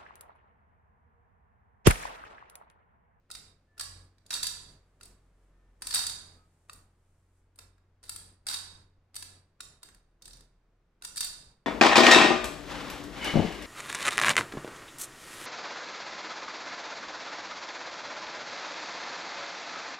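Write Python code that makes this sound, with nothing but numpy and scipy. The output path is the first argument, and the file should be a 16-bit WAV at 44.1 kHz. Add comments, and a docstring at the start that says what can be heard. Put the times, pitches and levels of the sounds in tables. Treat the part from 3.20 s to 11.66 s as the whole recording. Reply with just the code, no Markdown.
"""Small steel beads click close by in a plastic jar on a table, as a child lifts them with a magnetic wand.
They snap to the wand, tick along the wall and drop in clattering bunches on the plastic tray; each
contact cracks and sets the plastic ringing. Now and then the wand knocks hollowly on the jar's neck.
The bare room rings after each click; far off, a motor hums and faint tones pass. The microphone is a
phone near the jar, with two ports and a noise suppressor that turns the pauses down."""
import sys
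import numpy as np
from scipy import signal
from scipy.fft import rfft, irfft
from scipy.io import wavfile

SR = 44100
rng = np.random.default_rng(int(sys.argv[2]) if len(sys.argv) > 2 else 0)


def inscribe(sig):
    """Save sig as 16-bit PCM at rate SR to the path in sys.argv[1].

    A 1-D sig is mono; a 2-D sig holds one channel per row.
    Samples are clipped to [-1, 1] before scaling.
    """
    pcm = np.round(np.clip(np.atleast_2d(sig).T, -1, 1) * 32767)
    wavfile.write(sys.argv[1], SR, pcm.astype(np.int16))


N = 373086
CONTACT_SAMPLES = SR // 16


def undb(db):
    """Decibels to gain."""
    return 10 ** (np.asarray(db) / 20)


def unit(x):
    """Scale each channel to an energy of one."""
    return x / np.sqrt(np.sum(x ** 2, axis=-1, keepdims=True))


def along(points, hz):
    """Read (frequency_hz, value) points on a log-frequency axis."""
    f, value = np.transpose(points)
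    return np.interp(np.log(np.maximum(hz, 1)), np.log(f), value)


def colour(x, points, size=1024):
    """Causal filter through (frequency_hz, gain_db) points, built from the cepstrum."""
    cepstrum = irfft(np.log(undb(along(points, np.fft.rfftfreq(size, 1 / SR)))))
    cepstrum[1:size // 2] *= 2
    cepstrum[size // 2 + 1:] = 0
    response = irfft(np.exp(rfft(cepstrum)))
    return signal.fftconvolve(np.atleast_2d(x), response[None], axes=-1)[:, :x.shape[-1]]


def add(out, start_s, sound):
    """Mix a stereo sound in at a time."""
    start = int(start_s * SR)
    part = sound[:, :N - start]
    out[:, start:start + part.shape[1]] += part


def band(centre_hz, width_hz):
    """A band of noise with an rms of one; at a few hertz, a random waver."""
    offset = (np.fft.rfftfreq(N, 1 / SR) - centre_hz) / width_hz
    return np.sqrt(N) * unit(irfft(rfft(rng.standard_normal(N)) / (1 + offset ** 2), N))


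def room_tone(apart_hz=1500, flutter_db=3.0):
    """The dull air of the house, alike at both ports in the bass, with a faint, uneven hiss."""
    # spectrum of the air: frequency_hz, relative_density_db
    air_spectrum = [(20, -8.5), (60, -13.5), (140, -9), (220, -16.5), (400, -19), (800, -25), (1600, -29),
                    (3000, -37.5), (6000, -41.5), (10000, -48.5), (15000, -56)]
    # slow swell of the air: time_s, level_db
    air_levels = [(0, -64), (2.4, -60), (4.4, -64)]
    # rise and fall of the high hiss: time_s, level_db
    hiss_levels = [(0, -100), (.6, -81.5), (2.2, -74.5), (4.2, -72.5), (4.5, -100)]
    t, hz = np.arange(N) / SR, np.fft.rfftfreq(N, 1 / SR)
    mid, side = rfft(rng.standard_normal((2, N)))
    side = side * hz / (hz + apart_hz) * np.array([[1], [-1]])
    air = np.sqrt(N) * unit(irfft((mid + side) * undb(along(air_spectrum, hz)), N))
    air_db = np.interp(t, *np.transpose(air_levels))
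    hiss = np.array([band(centre_hz=8260, width_hz=2400) for _ in range(2)])
    hiss_db = np.interp(t, *np.transpose(hiss_levels)) + flutter_db * band(centre_hz=2.3, width_hz=2.5)
    return air * undb(air_db) + hiss * undb(hiss_db)


def motor(waver_hz=1.0, uneven_db=0.5, rumble_db=-68.5, swell_db=3):
    """A distant motor hums, throbs unevenly at half its pitch, and rumbles."""
    # the motor's drifting run: time_s, pitch_hz, hum_db, throb_db
    run = [(0, 93.3, -70, -69), (0.502, 91.4, -64, -66), (0.77, 90.6, -54.5, -59.5),
           (1.05, 92.7, -65.5, -67), (2.4, 87.1, -65, -52.5), (3.1, 86.35, -62.5, -67),
           (4.4, 91.4, -60.5, -61.5), (6.15, 91.9, -61.5, -72.5), (6.5, 84, -71, -66),
           (7.199, 78.1, -71, -57.5), (8.4, 68.2, -76, -69)]
    t = np.arange(N) / SR
    time_s, pitch_hz, hum_db, throb_db = np.transpose(run)
    hz = np.interp(t, time_s, pitch_hz) + waver_hz * band(centre_hz=8.8, width_hz=2.3)
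    phase = 2 * np.pi * np.cumsum(hz) / SR
    hum = np.sin(phase) * undb(np.interp(t, time_s, hum_db))
    wobble_db = uneven_db * band(centre_hz=3.4, width_hz=1.9)
    throb = np.sin(phase / 2) * undb(np.interp(t, time_s, throb_db) + wobble_db)
    rumble = band(centre_hz=32, width_hz=30)
    rumble *= undb(rumble_db + swell_db * band(centre_hz=2, width_hz=2.4))
    return np.sqrt(2) * (hum + throb) + rumble


def far_tones():
    """Faint, thin tones swell and fade far away."""
    # distant tones: start_s, length_s, pitch_hz, level_db
    notes = [(0.46, .18, 1750, -64), (2.3, .3, 1244, -76), (2.28, .3, 1790, -71), (3.15, .15, 1265, -64)]
    out = np.zeros((2, N))
    for start_s, length_s, pitch_hz, level_db in notes:
        t = np.arange(int(length_s * SR)) / SR
        swell = undb(level_db) * np.sin(np.pi * t / length_s)
        add(out, start_s, swell * np.sin(2 * np.pi * pitch_hz * t + rng.standard_normal((2, 1))))
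    return out


def bare_room(x, tail_db=-3.0, build_s=0.0048, gap_s=0.004):
    """The room answers with a diffuse tail whose treble dies soonest, and an echo off the nearest wall."""
    # reverberation time: frequency_hz, t60_s
    decay_times = [(200, 0.94), (1000, 0.78), (2500, 0.59), (4500, 0.59), (8500, 0.51), (12000, 0.46),
                   (15000, 0.16)]
    # echo of the nearest wall: delay_s, level_db
    echoes = [(.024, -16.5)]
    t, hz = np.arange(SR) / SR, np.fft.rfftfreq(SR, 1 / SR)
    noise = rfft(rng.standard_normal((2, SR)))
    edges_hz = np.append(0, np.geomspace(200, SR / 2, 14))
    tail = 0
    for lo, hi in zip(edges_hz, edges_hz[1:]):
        part = irfft(noise * ((hz >= lo) & (hz < hi)), SR)
        tail = tail + part * np.exp(-np.log(1000) * t / along(decay_times, (lo + hi) / 2))
    build_up = 1 - np.exp(-np.maximum(t - gap_s, 0) / build_s)
    response = undb(tail_db) * unit(tail * build_up)
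    for delay_s, level_db in echoes:
        response[:, int(delay_s * SR)] += undb(level_db)
    return signal.fftconvolve(x, response, axes=-1)[:, :N]


def ringing(modes, t, scatter_db, detune=0.008):
    """Decaying modes at two ports; the spot struck sets their mix, and fingers detune them a little."""
    hz, db, t60_s = np.transpose(modes)[:, :, None]
    spot, drift, apart = rng.standard_normal((3, len(hz), 1))
    pole = np.exp((2j * np.pi * hz * (1 + detune * drift) - np.log(1000) / t60_s) / SR)
    waves = np.cumprod(np.repeat(pole, len(t), axis=1), axis=1)
    # short waves reach the two ports out of step
    phase = rng.uniform(0, 2 * np.pi, hz.shape) + apart * hz / 2000 * np.array([-1, 1])
    weights = undb(db + scatter_db * spot) * np.exp(1j * phase)
    return np.einsum("mp,mt->pt", weights, waves).imag


def wand(gain_db=20.5, rise_s=0.00084, note_t60_s=0.02):
    """The plastic wand bumps the jar: a short, hollow knock, damped by the hand and pitched by the grip."""
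    # knocks on the jar's neck: start_s, relative_level_db, lowest_note_hz
    knocks = [(0.578, -53, 1430), (0.598, -44.5, 1367), (1.81, -50, 1390), (3.496, -41, 1233),
              (6.404, -43.5, 1409), (7.822, -47, 1406)]
    # the whole wall flexing, above its lowest note: pitch_hz, relative_level_db, t60_s
    wall_modes = [(1850, -6.5, 0.013), (2670, -1.5, 0.015), (3827, -1.5, 0.017), (7300, -8.5, 0.01)]
    out = np.zeros((2, N))
    t = np.arange(CONTACT_SAMPLES) / SR
    attack = 1 - np.exp(-t / rise_s)
    for start_s, level_db, note_hz in knocks:
        ring = ringing([(note_hz, 0, note_t60_s)] + wall_modes, t, scatter_db=0.5)
        add(out, start_s, undb(level_db) * unit(ring * attack))
    return undb(gain_db) * out


def bead_click(shell, level_db, body_db, edge_db, firm_db=-22, rebound_s=0.0026, rebound_db=-4):
    """A bead hits plastic: a crack, the jar's ring, a quick rebound; lighter cracks die sooner."""
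    # the dense, quickly damped crack: frequency_hz, gain_db
    crack_spectrum = [(150, -16.5), (500, -18), (850, -10), (1400, -3.5), (2300, -8.5), (3100, -9),
                      (3750, -1), (4700, 3.5), (6000, -1), (8500, 2), (10000, -0.5), (11300, -8),
                      (13000, -6.5), (15500, -13)]
    # ringing of jar and tray: pitch_hz, relative_level_db, t60_s
    jar_modes = [(1394, -11, 0.014), (1711, -9.5, 0.019), (2700, -18.5, 0.034), (3783, -3.5, 0.04),
                 (4464, -7.5, 0.05), (4560, -5, 0.045), (4730, -4, 0.037), (4830, -8, 0.043),
                 (5750, -13, .045), (6050, -13.5, 0.035), (7210, -6, 0.047), (7770, -4.5, 0.033),
                 (8300, -6.5, 0.04), (9086, -6, 0.034), (9880, -9.5, .04)]
    crack_t60_s, rise_s, ring_db = 0.021, 0.0015, -2.0  # for a contact at firm_db
    t = np.arange(CONTACT_SAMPLES) / SR
    force = undb(0.12 * (level_db - firm_db))
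    noise = shell + rng.standard_normal((2, len(t)))
    noise += 0.5 * rng.standard_normal(len(t))  # common to both ports
    crack = colour(noise * np.exp(-np.log(1000) * t / (crack_t60_s * force)), crack_spectrum)
    attack = 1 - np.exp(-t / (rise_s * force))  # the wave needs a moment to spread over the wall
    ring = ringing(jar_modes, t, scatter_db=2)
    hit = unit(crack * attack) + force ** 2 * undb(ring_db) * unit(ring * attack)
    flight = int(rebound_s * (0.5 + rng.random()) * SR)
    rebound = undb(rebound_db) * np.pad(hit, ((0, 0), (flight, 0)))[:, :len(t)]
    # each contact has its own amount of hollow body and bright edge
    timbre = [(1700, body_db + 16), (3300, 0.0023), (6000, 0.0006), (8800, edge_db + 6.0)]
    return undb(level_db) * unit(colour(hit + rebound, timbre))


def beads(gain_db=14.0, bounces=9):
    """Steel beads strike wand and jar one by one, and bounce at random as each bunch hits the tray."""
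    # contacts that stand out: start_s, relative_level_db, hollow_body_db, bright_edge_db
    contacts = [(0.102, -38, -8.5, -11), (0.112, -27, -35.5, -9.5), (0.15, -28.5, -18.5, -13),
                (0.579, -38, -17, -9), (0.595, -21.5, -21, -11), (0.608, -21, -16.5, -8),
                (0.982, -45, -16, -15), (1.063, -39, -40, -10), (1.105, -19, -17.5, -15.5),
                (1.128, -20.5, -16.5, -12), (1.138, -16, -29, -10), (1.15, -23, -17.5, -13),
                (1.172, -29, -13, -16), (1.229, -14, -26, -10.5), (1.241, -22, -15.5, -11),
                (1.267, -15.5, -29, -11), (1.323, -38, -18, -14), (1.81, -39, -20.5, -11),
                (1.831, -36.5, -20, -4), (1.855, -41.5, -24, -4.5), (2.62, -25.5, -14.5, -10),
                (2.669, -20.5, -22, -6.5), (2.707, -20.5, -25, -15), (2.726, -22.5, -20, -18),
                (2.739, -16, -20, -12), (2.744, -10, -21.5, -2.5), (2.755, -13.5, -19.5, -12),
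                (2.764, -18, -20, -18), (2.776, -19.5, -20, -8), (2.79, -16, -20, -12),
                (2.866, -16.5, -26.5, -10), (2.895, -24, -25, -12), (2.908, -34, -23, -14),
                (3.496, -37.5, -19, -11), (3.531, -38, -17.5, 0.5), (4.358, -43.5, -20, 2.5),
                (4.388, -34.5, -13.5, -8.5), (4.58, -52, -4.5, -11), (4.829, -45.5, -16, -11),
                (4.837, -39.5, -16.5, -9.5), (4.893, -22.5, -22, -3), (4.96, -29, -18.5, -3.5),
                (5.267, -21, -15, -8.5), (5.285, -18, -24, -11.5), (5.297, -23, -18, -11),
                (5.311, -25.5, -15, -15), (5.332, -24, -15, -11), (5.341, -18.5, -17.5, -12.5),
                (5.943, -38.5, -16, -10), (5.954, -30.5, -23, -1), (5.963, -24.5, -20.5, -5),
                (6.024, -28, -18, -11.5), (6.405, -27.5, -20.5, -12), (6.63, -33.5, -16, -9.5),
                (6.687, -43.5, -9, -9), (6.746, -44.5, -14.5, -7), (7.021, -36, -31, -12.5),
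                (7.055, -35, -23, -11.5), (7.078, -38.5, -18, -9.5), (7.108, -41.5, -23.5, -22),
                (7.132, -37.5, -29.5, -14.5), (7.17, -46, -19.5, -11), (7.207, -44, -19, -10.5),
                (7.822, -35, -18.5, -10), (7.848, -23.5, -22, -9), (7.959, -29, -17.5, -5),
                (7.969, -24, -23, -9), (7.976, -18.5, -24.5, -9), (8.006, -14.5, -21.5, -7.5),
                (8.028, -21, -22, -15.5), (8.044, -21, -20, -1), (8.069, -34, -20, -9)]
    # loose beads tumbling on the tray: start_s, length_s, relative_level_db
    bunches = [(1.111, 0.059, -31), (2.674, .065, -36.5), (2.749, 0.093, -28), (4.83, 0.065, -47),
               (5.275, .085, -28.5), (7.831, .028, -42)]
    shell = rng.standard_normal((2, CONTACT_SAMPLES))  # the jar's dense ringing, shared by all contacts
    out = np.zeros((2, N))
    for start_s, level_db, body_db, edge_db in contacts:
        add(out, start_s, bead_click(shell, level_db, body_db, edge_db))
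    for start_s, length_s, level_db in bunches:
        for k in range(bounces):
            bounce_s = start_s + length_s * (k + rng.random()) / bounces
            add(out, bounce_s, bead_click(shell, level_db, body_db=-17, edge_db=-9))
    return undb(gain_db) * out


def scene(facing_db=3, wand_send_db=-7):
    """Close beads and wand, the room behind them and the far background; the left port faces the jar."""
    # colour of the left microphone port: frequency_hz, gain_db
    left_port = [(800, 3), (2000, -2), (4000, -6), (6100, -8.5), (6700, -19.5), (7400, -13.5), (8200, -3.5),
                 (9200, 4.5), (10000, 0), (12000, 0.5), (13300, -3), (14500, -14)]
    # colour of the right microphone port: frequency_hz, gain_db
    right_port = [(800, 2.5), (2500, 3.5), (4700, -0.5), (6000, -1), (7300, 0), (8200, 3.5), (9100, -4),
                  (10200, -16), (11200, -8.5), (11900, 0), (15400, -0.5)]
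    clicks, knocks = beads(), wand()
    direct = (clicks + knocks) * undb([[facing_db], [0]])
    left, right = direct + bare_room(clicks + undb(wand_send_db) * knocks)
    jar = np.vstack([colour(left, left_port), colour(right, right_port)])
    return jar + room_tone() + motor() + far_tones()


def lag(x, time_s):
    """One-pole smoothing."""
    keep = np.exp(-1 / (time_s * SR))
    return signal.lfilter([1 - keep], [1, -keep], x)


def suppressor(x, open_db=-59.0, knee_db=3, listen_s=0.033, ahead_s=0.011):
    """Turns the sound down once the treble fades, the top most and the bass late; opens ahead of clicks."""
    bass_hz, treble_hz, top_hz = 260, 1000, 3500
    bass_cut_db, mid_cut_db, top_cut_db = 10, 9, 13
    bass_lag_s, release_s = 0.044, 0.039
    treble = signal.sosfilt(signal.butter(2, treble_hz, "high", fs=SR, output="sos"), x)
    bass = signal.sosfiltfilt(signal.butter(4, bass_hz, fs=SR, output="sos"), x)
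    top = signal.sosfiltfilt(signal.butter(2, top_hz, "high", fs=SR, output="sos"), x)
    mid = x - bass - top
    heard_db = 10 * np.log10(lag(np.mean(treble ** 2, axis=0), listen_s) + 1e-18)
    coming_db = np.roll(heard_db, -int(ahead_s * SR))
    opening = 0.5 + 0.5 * np.tanh((coming_db - open_db) / knee_db)
    bass_gain = undb(bass_cut_db * (lag(opening, bass_lag_s) - 1))
    closing = np.maximum(opening, lag(opening, release_s)) - 1  # 0 open, -1 shut
    return bass * bass_gain + mid * undb(mid_cut_db * closing) + top * undb(top_cut_db * closing)


def record(dry):
    """The phone suppresses the pauses and cuts the highest treble."""
    cutoff_hz = 15800
    lowpass = signal.ellip(10, 0.2, 70, cutoff_hz, fs=SR, output="sos")
    return signal.sosfilt(lowpass, suppressor(dry))


dry = scene()
out = record(dry)
inscribe(out)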